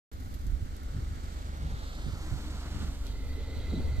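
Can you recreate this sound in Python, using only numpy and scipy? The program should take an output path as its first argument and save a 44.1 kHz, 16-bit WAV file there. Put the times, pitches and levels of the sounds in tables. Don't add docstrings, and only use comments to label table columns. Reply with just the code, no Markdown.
import sys
import numpy as np
from scipy import signal
from scipy.fft import rfft, irfft
from scipy.io import wavfile
from scipy.ndimage import map_coordinates

SR = 44100
rng = np.random.default_rng(int(sys.argv[2]) if len(sys.argv) > 2 else 0)


def waveform_to_disk(signal):
    frames = np.transpose(np.atleast_2d(signal))
    scaled = np.clip(frames, -1, 1) * 32767
    samples = np.round(scaled).astype(np.int16)
    wavfile.write(sys.argv[1], SR, samples)


N = 176400
TIME = np.arange(N) / SR
HZ = np.fft.rfftfreq(N, 1 / SR)

# (time [s], lag [ms])
LEFT_LAG = [(.1, 0.43), (1, 0.51), (1.5, 0.38), (1.95, 0.24), (2.3, 0.14), (2.8, 0.11), (3.6, 0.043)]
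# (frequency [Hz], likeness [0-1])
ROAD_LIKENESS = [(100, .85), (500, .76), (1400, .87), (2200, .7), (4400, .62), (7500, .52), (11000, .25)]
# (frequency [Hz], left minus right [dB])
TYRE_PAN = [(100, 0.5), (600, -0.5), (3200, -3), (5000, -1), (7700, -5.5), (10000, -0.5)]
# (frequency [Hz], gain [dB])
RUMBLE_EQ = [(12, 4), (30, -1), (65, 6), (110, -4.5), (170, -17.5), (280, -13), (400, -25.5), (600, -27),
             (1500, -49)]
# (time [s], level [dB])
RUMBLE_FADER = [(.1, -41.5), (.8, -40.5), (1.6, -45.5), (2.8, -42), (3.02, -41.5), (3.4, -37.5), (4, -31.5)]
# (order [multiple of the firing rate], relative level [dB])
ENGINE_HARMONICS = [(1, -4.5), (2, -1.5), (3, -0.5), (4, -13.5), (6, -26), (7, -26), (8, -23.5), (9, -24),
                    (10, -23), (11, -21.5)]
# (time [s], boost [dB])
CABIN_BOOM = [(.1, -3.5), (1.5, -2.5), (1.95, -7), (2.6, 2.5), (3.1, -1), (3.6, 5), (4, 4)]
# (centre [s], nominal length [s], level [dB], left minus right [dB], high cut [Hz])
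EDDIES = [(0.464, 0.096, -44, -9, 203), (0.523, 0.14, -28.5, -7.5, 62.4), (0.627, 0.053, -33.5, -10, 83),
          (0.978, 0.12, -33, 1.5, 175), (1.08, 0.19, -36, 2, 69.5), (1.663, 0.22, -36.5, -1, 138),
          (1.736, 0.048, -28, -3, 70), (2.078, 0.067, -37, -14, 203), (2.142, 0.047, -30, -6.5, 79),
          (2.34, 0.073, -30.5, -10, 91), (2.763, 0.041, -30.5, 2, 88), (2.818, 0.25, -43.5, -14.5, 200),
          (3.744, 0.068, -32.5, -1, 308), (3.787, 0.071, -31.5, 1, 217), (3.929, 0.13, -33, -3, 82),
          (3.987, 0.059, -34.5, -17, 69.6)]
# (time [s], level [dB])
CRACKLE_FADER = [(.18, -66), (.22, -62), (.45, -63), (.58, -69), (1, -78), (4, -71)]
# (frequency [Hz], gain [dB])
CLICK_EQ = [(300, -16), (2000, -8), (4000, -0.5), (7000, -3), (10300, -11), (12000, -3), (15500, -14)]
# (time [s], level [dB], decay [s], tilt [dB/octave])
CLICK_CUES = [(.13, -52, .006, 3), (.2, -54, .007, 3), (.338, -49, .011, 2), (.466, -49, .006, 1.5),
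              (.765, -47, .003, 2.5), (.832, -50, .004, 3), (1.574, -54, .0015, 5),
              (3.0677, -36, .0008, -2.5)]
# (frequency [Hz], width [Hz], relative level [dB])
BRAKE_RESONANCES = [(454.3, 184, 9.5), (875, 160, -3.5), (1395, 140, -3), (2490, 200, -6), (3400, 690, -1),
                    (3930, 280, 0.5), (4490, 260, -0.5)]
# (time [s], hiss [dB], whine [dB])
BRAKE_FADERS = [(3.02, -72, -76), (3.065, -50.5, -73), (3.17, -55.5, -61), (3.27, -55, -58.5),
                (3.68, -49.5, -58), (3.74, -49, -58.5), (3.82, -50, -64.5), (3.9, -52, -55),
                (4, -51.5, -59.5)]
# (time [s], pitch [Hz], level [dB])
TREAD_GLIDE = [(1.9, 320, -68), (2.4, 307.2, -57), (2.9, 285, -54), (3.5, 265, -56.5), (4, 251, -72)]
# (frequency [Hz], gain [dB])
ROAR_EQ = [(150, 12.5), (500, 4), (650, 2.5), (810, 3), (1010, -0.5), (1350, 4.5), (1700, -3), (2200, -3.5),
           (2500, -15.5), (5000, -49)]
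# (frequency [Hz], gain [dB])
SPRAY_EQ = [(1200, 1), (2550, 0), (2900, 2.5), (4500, 4), (5300, -4), (15500, -34)]
# (frequency [Hz], gain [dB])
MIST_EQ = [(2500, -18), (4500, -6), (5400, 1), (7900, 2), (10300, -11), (11700, -3.5), (13000, -10),
           (15500, -12)]
# (time [s], roar [dB], spray [dB], mist [dB])
TYRE_FADERS = [(.1, -54, -62.5, -69), (.55, -53, -62, -65.5), (1.3, -49.5, -57, -60),
               (1.65, -48.5, -56.5, -61.5), (2.25, -47.5, -55, -57.5), (2.65, -48, -52.5, -58),
               (2.83, -47.5, -51, -56.5), (2.98, -53.5, -57, -60), (3.2, -58, -59.5, -63),
               (3.65, -55, -61.5, -62.5), (4, -57, -66, -63)]


def amp(db):
    return 10 ** (np.asarray(db) / 20)


def unit(x):
    return x / np.sqrt(np.mean(x ** 2) + 1e-20)


def curve(rows, column=1):
    rows = np.array(rows)
    return np.interp(TIME, rows[:, 0], rows[:, column])


def across(rows, hz=HZ):
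    points_hz, values = np.transpose(rows)
    return np.interp(np.log(hz + 1), np.log(points_hz), values)


def band(hz, width_hz):
    return 1 / (1 + 2 * ((HZ - hz) / width_hz) ** 2)


def pan(db):
    return amp(np.array([[.5], [-.5]]) * db)


def drift(rate_hz):
    return unit(irfft(rfft(rng.standard_normal(N)) / (1 + (HZ / rate_hz) ** 4), N))


def noise(colour, likeness, size=N):
    left, other = rfft(rng.standard_normal((2, size)))
    right = likeness * left + np.sqrt(1 - likeness ** 2) * other
    return unit(irfft(np.array([left, right]) * colour, size))


def add(mix, start_s, sound):
    part = mix[:, max(round(start_s * SR), 0):][:, :sound.shape[1]]
    part += sound[:, :part.shape[1]]


def swing(stereo):
    late = np.arange(N) - curve(LEFT_LAG) * SR / 1000
    return np.array([map_coordinates(stereo[0], [late], order=5, mode="nearest"), stereo[1]])


def rumble(lumpy_db=2.0):
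    bed = noise(amp(across(RUMBLE_EQ)), likeness=.69)
    return bed * amp(curve(RUMBLE_FADER) + lumpy_db * drift(16)) * pan(db=1)


def engine(firing_hz=23.715, level_db=-38.5, waver=.0028, unsteady_db=2.0, boom_order=3):
    cycles = np.cumsum(firing_hz * (1 + waver * drift(6.7))) / SR
    throb = np.zeros(N)
    for order, db in ENGINE_HARMONICS:
        gain = amp(db + unsteady_db * drift(.87) + (order == boom_order) * curve(CABIN_BOOM))
        throb += gain * np.cos(2 * np.pi * (order * cycles + rng.random()))
    return amp(level_db) * unit(throb) * pan(db=-2)


def wind(low_cut_hz=42, steepness=3.67):
    out = np.zeros((2, N))
    size = SR // 4
    t, hz = TIME[:size] - size / SR / 2, np.fft.rfftfreq(size, 1 / SR)
    low_cut = hz ** 3 / (hz ** 3 + low_cut_hz ** 3)
    for centre_s, length_s, db, pan_db, high_cut_hz in EDDIES:
        swell = np.cos(np.pi * np.clip(t / length_s / 1.13, -.5, .5)) ** 2
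        colour = low_cut / (1 + (hz / high_cut_hz) ** steepness)
        eddy = unit(noise(colour, likeness=.92, size=size) * swell)
        add(out, centre_s + t[0], eddy * np.sqrt(np.mean(swell ** 2)) * amp(db) * pan(pan_db))
    return out


def crackle(ticks_per_s=2700, spread_db=3, grain_s=.0024, db_per_octave=2):
    hits = rng.random(N) < ticks_per_s / SR
    ticks = hits * amp(spread_db * np.minimum(rng.exponential(1, N), 3))
    grains = unit(signal.lfilter([1], [1, -np.exp(-1 / (grain_s * SR))], ticks))
    colour = amp(across(CLICK_EQ) + db_per_octave * np.log2(HZ + 1))
    return amp(curve(CRACKLE_FADER)) * grains * noise(colour, likeness=0)


def clicks(attack_share=.3, tail_db=-22, tail_s=.01):
    out = np.zeros((2, N))
    size = SR // 5
    t, hz = TIME[:size], np.fft.rfftfreq(size, 1 / SR)
    for start_s, db, decay_s, db_per_octave in CLICK_CUES:
        attack = np.minimum(t / (attack_share * decay_s), 1)
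        release = np.exp(-t / decay_s) + amp(tail_db) * np.exp(-t / tail_s)
        colour = amp(across(CLICK_EQ, hz) + db_per_octave * np.log2(hz + 1))
        add(out, start_s, amp(db) * attack * release * noise(colour, likeness=.23, size=size))
    return out * pan(db=-1)


def swish(centre_s=3.075, half_width_s=.025, level_db=-59, db_per_octave=-4):
    swell = np.exp(-((TIME - centre_s) / half_width_s) ** 2)
    colour = amp(across(CLICK_EQ) + db_per_octave * np.log2(HZ + 300))
    return amp(level_db) * swell * noise(colour, likeness=.36)


def tread_hum(fuzz_hz=9):
    phase = 2 * np.pi * np.cumsum(curve(TREAD_GLIDE)) / SR
    drone = drift(fuzz_hz) * np.cos(phase) + drift(fuzz_hz) * np.sin(phase)
    return amp(curve(TREAD_GLIDE, column=2)) * drone


def puddle(centre_s=1.9, half_width_s=.22, level_db=-57.5):
    swell = np.exp(-((TIME - centre_s) / half_width_s) ** 2)
    return amp(level_db) * swell * noise(band(hz=3950, width_hz=1100), likeness=.54)


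def brakes(start_s=3.0, flutter_db=2.0, high_cut_hz=4800):
    high_cut = 1 / (1 + (HZ / high_cut_hz) ** 20)
    likeness = across(ROAD_LIKENESS)
    hiss = sum(amp(db + flutter_db * drift(14)) * noise(band(hz, width_hz) * high_cut, likeness)
               for hz, width_hz, db in BRAKE_RESONANCES)
    whine = noise(band(hz=2043, width_hz=89), likeness=.86)
    rubbing = unit(hiss) * amp(curve(BRAKE_FADERS)) + whine * amp(curve(BRAKE_FADERS, column=2))
    return rubbing * (TIME > start_s) * pan(db=-3)


def tyres(roar_flutter_db=1.0, water_flutter_db=.83, side_on_lag_ms=.47):
    balance, likeness = pan(across(TYRE_PAN)), across(ROAD_LIKENESS)
    roar = noise(amp(across(ROAR_EQ)) * balance, likeness)
    out = roar * amp(curve(TYRE_FADERS) + roar_flutter_db * drift(23))
    diffuse = np.clip(curve(LEFT_LAG) / side_on_lag_ms, 0, 1) ** 4
    flutter_db = water_flutter_db * drift(55)
    for eq, column in (SPRAY_EQ, 2), (MIST_EQ, 3):
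        colour = amp(across(eq)) * balance
        focused = np.sqrt(1 - diffuse) * noise(colour, likeness)
        wide = np.sqrt(diffuse) * noise(colour, likeness=0)
        out += amp(curve(TYRE_FADERS, column) + flutter_db) * (focused + wide)
    return out


def scene():
    car = engine() + rumble() + tyres() + puddle() + tread_hum() + brakes()
    return swing(car) + wind() + clicks() + crackle() + swish()


def record(dry, start_s=.115, fade_in_s=.0011, high_cut_hz=15400):
    gate = np.clip((TIME - start_s) / fade_in_s, 0, 1)
    low_pass = signal.firwin(511, high_cut_hz, window=("kaiser", 9), fs=SR)
    return signal.oaconvolve(dry * gate, low_pass[None], "same")


dry = scene()
out = record(dry)
waveform_to_disk(out)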